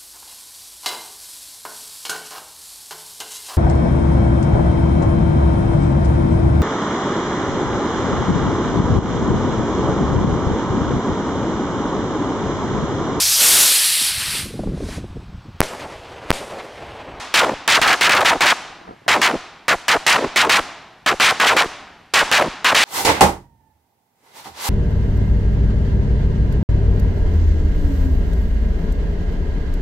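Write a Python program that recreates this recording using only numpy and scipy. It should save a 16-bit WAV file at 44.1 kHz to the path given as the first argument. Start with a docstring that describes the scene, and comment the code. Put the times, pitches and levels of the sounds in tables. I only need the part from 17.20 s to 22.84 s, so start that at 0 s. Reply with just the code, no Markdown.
"""Firecrackers on a city pavement, a few steps from a camera's stereo microphone.
An echo is already dying between the house fronts when the first cluster goes off. Each blast overloads
the microphone: a sharp crack, then a flat-topped roar that holds, falls in pitch and stops short.
Two early blasts jolt the capsules; from 1.5 s dull knocks fill a lull. More uneven clusters follow,
and after the last blast ends at 5.7 s no time is left for its echo. A faint street rumble lies under all."""
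import sys
import numpy as np
from scipy import signal
from scipy.fft import rfft, irfft, next_fast_len
from scipy.io import wavfile
from scipy.ndimage import uniform_filter1d, map_coordinates

SR = 44100
rng = np.random.default_rng(int(sys.argv[2]) if len(sys.argv) > 2 else 0)


def to_wav(sig):
    """Store sig (one row per channel, or 1-D mono) as 16-bit WAV at the path in sys.argv[1].

    Samples outside -1..1 are clipped; the rate is SR.
    """
    pcm = np.clip(np.atleast_2d(sig), -1, 1) * 32767
    pcm = np.round(pcm).astype(np.int16)
    wavfile.write(sys.argv[1], SR, pcm.T)  # frames by channels


N = 248724

# the string, a few steps away: t/s, overload length/s, hold at full depth/s, top f/Hz, echo level/dB
BLASTS = [(.14, 0.2, 0.053, 2287, -19.5), (0.4774, 0.12, 0.081, 2450, -19.5),
          (0.6155, 0.057, 0.053, 2122, -29), (.675, 0.08, 0.064, 1948, -21), (.81, 0.086, .058, 2490, -24),
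          (0.8939, 0.056, 0.044, 2258, -30), (.95, 0.055, 0.028, 2297, -40),
          (1.0066, 0.033, 0.0061, 1580, -30), (1.048, .124, .05, 2085, -24),
          (1.2067, 0.051, 0.035, 2424, -24), (1.259, 0.072, 0.054, 2254, -25),
          (1.88, .13, 0.048, 1989, -22), (2.016, 0.15, .05, 2041, -24), (2.4813, .075, .04, 1727, -28.5),
          (2.682, 0.094, 0.049, 1977, -25.5), (2.865, 0.21, 0.063, 2400, -18),
          (3.16, 0.14, 0.058, 2127, -25.5), (3.295, 0.11, 0.067, 2273, -22), (3.862, .084, .032, 1973, -28),
          (3.9991, 0.13, .101, 2397, -18), (4.1992, 0.066, .057, 1998, -22),
          (4.266, 0.11, .025, 2490, -24.5), (4.366, 0.095, 0.034, 2210, -26),
          (4.9373, 0.099, 0.066, 2350, -17.5), (5.1148, 0.17, 0.059, 2206, -20),
          (5.4451, .093, 0.058, 2110, -24), (5.5465, 0.15, 0.081, 2635, -18)]
# single crackers that cut through a roar: t/s, decay of their push on the pitch/s
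CRACKERS = [(0.195, 0.0037), (0.511, 0.0041), (0.7304, 0.0019), (1.316, 0.0015), (2.4906, 0.0034),
            (2.69, .0041), (3.3213, 0.0045), (3.369, .003), (4.1092, .001), (4.422, 0.0018),
            (4.9915, 0.0035)]
# the deeper the overload, the higher and louder the roar: pitch f/Hz, level/dB
ROAR_LEVEL = [(250, -24.5), (500, -21.5), (900, -14.5), (2000, -12)]
# a shallow overload comes and goes: pitch f/Hz, random swing/dB
ROAR_GAPS = [(500, 4), (900, 2.5), (1500, 0.74)]
# spectrum of the capsules breaking up: f/Hz, level/dB
BREAKUP_SPECTRUM = [(40, -10), (200, 0), (700, 5.5), (1500, -27), (4000, 3), (7500, 15.5), (11000, 7),
                    (16000, 7.5)]
def blasts(roar_db=-0.5, shock_db=-5.5, cracker_db=-10, fizz_db=-31, snap_db=12.5, snap_s=0.0047):
    """Each blast cracks, then roars and fizzes for as long as it overloads the microphone."""
    out = np.zeros((2, N))
    fizz = np.array([noise(BREAKUP_SPECTRUM, N + SR) for _ in range(2)])  # each capsule its own
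    for s, length, hold, top_hz, _ in BLASTS:
        t = np.arange(int((length + 0.054) * SR)) / SR
        pitch = roar_pitch(s, length, hold, top_hz, t)
        gate = np.clip((length - t) / 0.003 + .5, 0, 1) * np.clip(t / 0.00044, 0, 1)
        gaps_db = along(ROAR_GAPS, pitch) * wobble(194, len(t))
        roar = amp(along(ROAR_LEVEL, pitch) + gaps_db) * overload_roar(pitch, knee=0.76)
        breakup_db = fizz_db + snap_db * np.exp(-t / snap_s)  # hardest in the first instant
        breakup = amp(breakup_db) * (pitch / 2000) ** 1.47 * fizz[:, round(s * SR):][:, :len(t)]
        add(out, s, amp(roar_db) * low_cut(gate * (roar + breakup), corner_hz=110))
        add(out, s, amp(shock_db) * shock_front(spread_s=.004, relax_s=.0002))
    for s, decay in CRACKERS:  # the stronger the cracker, the longer it drives the pitch
        strength = amp(cracker_db) * min(decay / 0.01, 1)
        add(out, s, strength * shock_front(spread_s=0.0014, relax_s=.0001))
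    return out


def shock_front(spread_s, relax_s, mismatch=0.31, bounces=4):
    """A shock and its bounces off the pavement: steep steps that relax, unlike in each capsule."""
    t = np.arange(SR // 20) / SR
    delay = np.append(0, rng.uniform(0, spread_s, bounces))[:, None]
    fronts = (t >= delay) * np.exp(-np.maximum(t - delay, 0) / relax_s)
    sizes = (-1) ** np.arange(bounces + 1) * (1 + mismatch * rng.standard_normal((2, bounces + 1)))
    return low_cut(np.tanh(2 * sizes @ fronts), corner_hz=800)


# the roar sputters more the lower it gets: pitch f/Hz, random swing/share of the pitch
ROAR_SPUTTER = [(500, .17), (2000, .1)]
def roar_pitch(s, length, hold, top_hz, t, onset_s=.006, fall_s=.026, growl_hz=520, cracker_hz=2907):
    """The pitch climbs, holds and sinks towards a growl as the overload eases."""
    onset = np.exp(-t / onset_s)
    letting_go = np.exp(-np.maximum(length - t, 0) / .06)
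    pitch = growl_hz + (top_hz - growl_hz) * np.exp(-np.maximum(t - hold, 0) / fall_s)
    pitch *= (1 - .2 * onset) * (1 - .37 * letting_go)
    swing = along(ROAR_SPUTTER, pitch) + .35 * onset  # wildest while it climbs
    pitch *= np.exp(swing * wobble(200, len(t)))
    for when, decay in CRACKERS:  # a fresh cracker drives the pitch up again for a moment
        age = s + t - when
        pitch += (age > 0) * np.exp(-np.abs(age) / decay) * np.maximum(cracker_hz - pitch, 0)
    return pitch


# spectrum of the roar: f/pitch, level/dB
ROAR_SPECTRUM = [(.02, -52), (.1, -21.5), (.25, -18), (.5, -3), (.8, -0.5), (1, 0.5), (1.3, -2), (2, -7.5),
                 (4, -20.5), (8, -35.5), (14, -34.5), (20, -110)]
def overload_roar(pitch, knee, cycle_samples=32):
    """The saturated microphone: flat-topped noise whose whole spectrum slides with the pitch."""
    position = np.cumsum(pitch) / SR * cycle_samples
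    n = next_fast_len(int(position[-1]) + SR // 10)
    band = noise([(ratio * SR / cycle_samples, db) for ratio, db in ROAR_SPECTRUM], n)
    envelope = np.abs(signal.hilbert(band))
    flat = unit(band / np.sqrt(envelope ** 2 + knee ** 2))  # saturation evens out the swings
    return map_coordinates(flat, [position + SR // 20], mode="mirror")


# blasts that jolt the capsules: t/s, level/dB, direction/sign, decay/s
CAPSULE_JOLTS = [(0.6170, -14, -1, 0.0055), (0.6757, -18, 1, 0.012)]
# spectrum of the buffeting: f/Hz, level/dB
BUFFET_SPECTRUM = [(25, -8), (160, -2), (850, 2), (1700, -7), (5000, -11), (7000, -40)]
def jolts(buffet_db=-9, settle_s=0.035):
    """A low push and a short buffeting drive the two capsules in opposite directions."""
    side = np.zeros(N)
    t = np.arange(SR // 4) / SR
    for s, db, direction, decay in CAPSULE_JOLTS:
        push = np.sign(direction) * np.exp(-t / decay)
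        buffet = amp(buffet_db) * noise(BUFFET_SPECTRUM, len(t)) * np.exp(-t / settle_s)
        add(side, s, amp(db) * (push + buffet) * (1 - np.exp(-t / 0.00052)))
    return np.array([side, -side])


def thumps(level_db=-24.5, rise_s=0.00093, decay_s=0.0082, clear_s=.01, sunk_s=.03):
    """The microphone settles with a soft thump if a roar has sunk low and ends before the next blast."""
    out = np.zeros(N)
    t = np.arange(SR // 10) / SR
    thump = amp(level_db) * np.exp(-t / decay_s) * (1 - np.exp(-t / rise_s))
    for (s, length, hold, *_), (following, *_) in zip(BLASTS, BLASTS[1:]):
        if following - (s + length) > clear_s and length - hold > sunk_s:
            add(out, s + length, thump)
    return out


# echo off the nearest shop fronts: f/Hz, level/dB
SHOP_SPECTRUM = [(60, -28), (300, 0), (900, 15), (3000, -2.5), (7000, -2.5), (11000, -15), (16000, -32)]
# echo off the house fronts down the street: f/Hz, level/dB
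STREET_SPECTRUM = [(40, -12), (120, -20), (270, -8), (520, -9), (780, 0.5), (1250, -1), (2500, -4),
                   (4200, -7.5), (6500, -9.5), (10000, -15), (16000, -25)]
# how long the street rings: f/Hz, t60/s
STREET_DECAY = [(150, 1.68), (1000, 1.09), (4000, 0.91), (8000, 0.58), (15000, 0.29)]
def street_echo(earlier_s=-0.11, earlier_db=-22, near_db=8, flutter_db=0.04):
    """The nearest shop fronts answer each blast briefly, the whole street for longer."""
    feeds = [(earlier_s, earlier_db)] + [(s, echo_db) for s, *_, echo_db in BLASTS]
    near = amp(near_db) * echo(SHOP_SPECTRUM, [(500, 0.21), (12000, 0.28)], feeds, build_s=0.015)
    far = echo(STREET_SPECTRUM, STREET_DECAY, feeds, build_s=0.064)
    return (near + far) * amp(flutter_db * unit(wobble(25, N) + wobble(140, N)))


def echo(spectrum, decays, feeds, build_s):
    """Dense reflections build after each (t/s, level/dB) feed and die, each frequency at its own rate."""
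    hz, t, bins = signal.stft(stereo_noise(spectrum), SR, nperseg=256)
    t60 = along(decays, hz)[:, None]
    power = np.zeros(bins.shape[1:])
    for s, db in feeds:
        age = np.maximum(t - s, 0)
        power += (amp(db - 60 * age / t60) * (1 - np.exp(-age / build_s))) ** 2
    return signal.istft(bins * np.sqrt(power), SR, nperseg=256)[1][:, :N]


def deafness(dip_db=-2):
    """Gain of the echo: the microphone hears less of the street while it is overloaded."""
    t = np.arange(N) / SR
    overloaded = np.any([(t > s) & (t < s + length) for s, length, *_ in BLASTS], axis=0)
    return amp(dip_db * uniform_filter1d(overloaded.astype(float), size=128))


# dull knocks in a lull: t/s, level/dB
LULL_KNOCKS = [(1.499, -38), (1.614, -40), (1.650, -37.5), (1.676, -30), (1.690, -30.5), (1.709, -31.5),
               (1.726, -42), (1.735, -43), (1.863, -32)]
# spectrum of a knock: f/Hz, level/dB
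KNOCK_SPECTRUM = [(60, -14), (200, -5.5), (700, -7), (1500, -15), (5000, -66)]
def knocks(faint_db=-51, decay_s=0.0045, lag_s=0.00045, count=130):
    """A few clear knocks over a faint patter, off to the left: the right capsule hears them later."""
    out = np.zeros((2, N))
    t = np.arange(SR // 16) / SR
    patter = [(N / SR * rng.random(), faint_db + rng.normal(0, 1.8)) for _ in range(count)]
    envelope = (np.exp(-t / decay_s) + 0.3 * np.exp(-t / 0.028)) * (1 - np.exp(-t / 0.00023))
    for s, db in list(LULL_KNOCKS) + patter:
        knock = amp(db) * envelope * noise(KNOCK_SPECTRUM, len(t))
        add(out[0], s, knock)
        add(out[1], s + lag_s, knock)
    return out


# the street's own background: f/Hz, level/dB
RUMBLE_SPECTRUM = [(15, -37), (25, -8), (87, -2.5), (157, -0.5), (439, -30), (714, -14), (2050, -11),
                   (5730, -26), (9570, -35), (12500, -34), (16000, -58)]
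def street_rumble(level_db=-54):
    """The faint, steady rumble of the city around the microphone."""
    return amp(level_db) * stereo_noise(RUMBLE_SPECTRUM)


# stereo width of the street: f/Hz, side level against mid/dB
STREET_WIDTH = [(100, -32), (400, -29), (700, -32), (1300, -27.5), (2400, -17), (4400, -10.5), (8000, -5),
                (15000, 10)]
def stereo_noise(spectrum):
    """Street noise at the two capsules: alike in the bass, wide in the treble."""
    mid = noise(spectrum, N)
    side = filtered(noise(spectrum, N), lambda hz: amp(along(STREET_WIDTH, hz)))
    return np.array([mid + side, mid - side])


def noise(spectrum, n):
    """Coloured noise of rms 1."""
    return unit(filtered(rng.standard_normal(n), lambda hz: amp(along(spectrum, hz))))


def wobble(rate, n):
    """A smooth random curve, rate knots a second."""
    knots = rng.standard_normal(int(n * rate / SR) + 4)
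    return map_coordinates(knots, [np.arange(n) * rate / SR], mode="mirror")


def filtered(x, response):
    """x through a frequency response."""
    n = x.shape[-1]
    padded = next_fast_len(n + SR // 10)
    return irfft(rfft(x, padded) * response(np.fft.rfftfreq(padded, 1 / SR)), padded)[..., :n]


def low_cut(x, corner_hz):
    """One-pole high-pass."""
    return filtered(x, lambda hz: hz / (hz - 1j * corner_hz))


def along(points, hz):
    """Read (f/Hz, value) points on a log axis."""
    freqs, values = np.transpose(points)
    return np.interp(np.log(hz + 1e-9), np.log(freqs), values)


def amp(db):
    """Decibels to gain."""
    return 10 ** (np.asarray(db) / 20)


def unit(x):
    """Scale to rms 1."""
    return x / np.sqrt(np.mean(np.abs(x) ** 2) + 1e-20)


def add(track, s, x):
    """Mix x into the track at time s."""
    start = max(round(s * SR), 0)
    span = track[..., start:start + x.shape[-1]]
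    span += x[..., :span.shape[-1]]


def scene():
    """From the pavement: blasts close by, the street's echo behind, knocks and rumble underneath."""
    return blasts() + thumps() + jolts() + deafness() * street_echo() + knocks() + street_rumble()


def record(dry, ceiling=.64, hardness=5, bass_hz=30, treble_hz=13000, limit_hz=15900):
    """The camera rounds off the peaks, thins deep bass and top treble, and stops at its band limit."""
    def response(hz):
        band_edge = np.clip((limit_hz - hz) / 300 + .5, 0, 1)
        treble_rolloff = 1 / np.sqrt(1 + (hz / treble_hz) ** 4)
        return band_edge * treble_rolloff * hz / (hz - 1j * bass_hz)
    clipped = dry / (1 + np.abs(dry / ceiling) ** hardness) ** (1 / hardness)
    return filtered(clipped, response)


dry = scene()
out = record(dry)
to_wav(out)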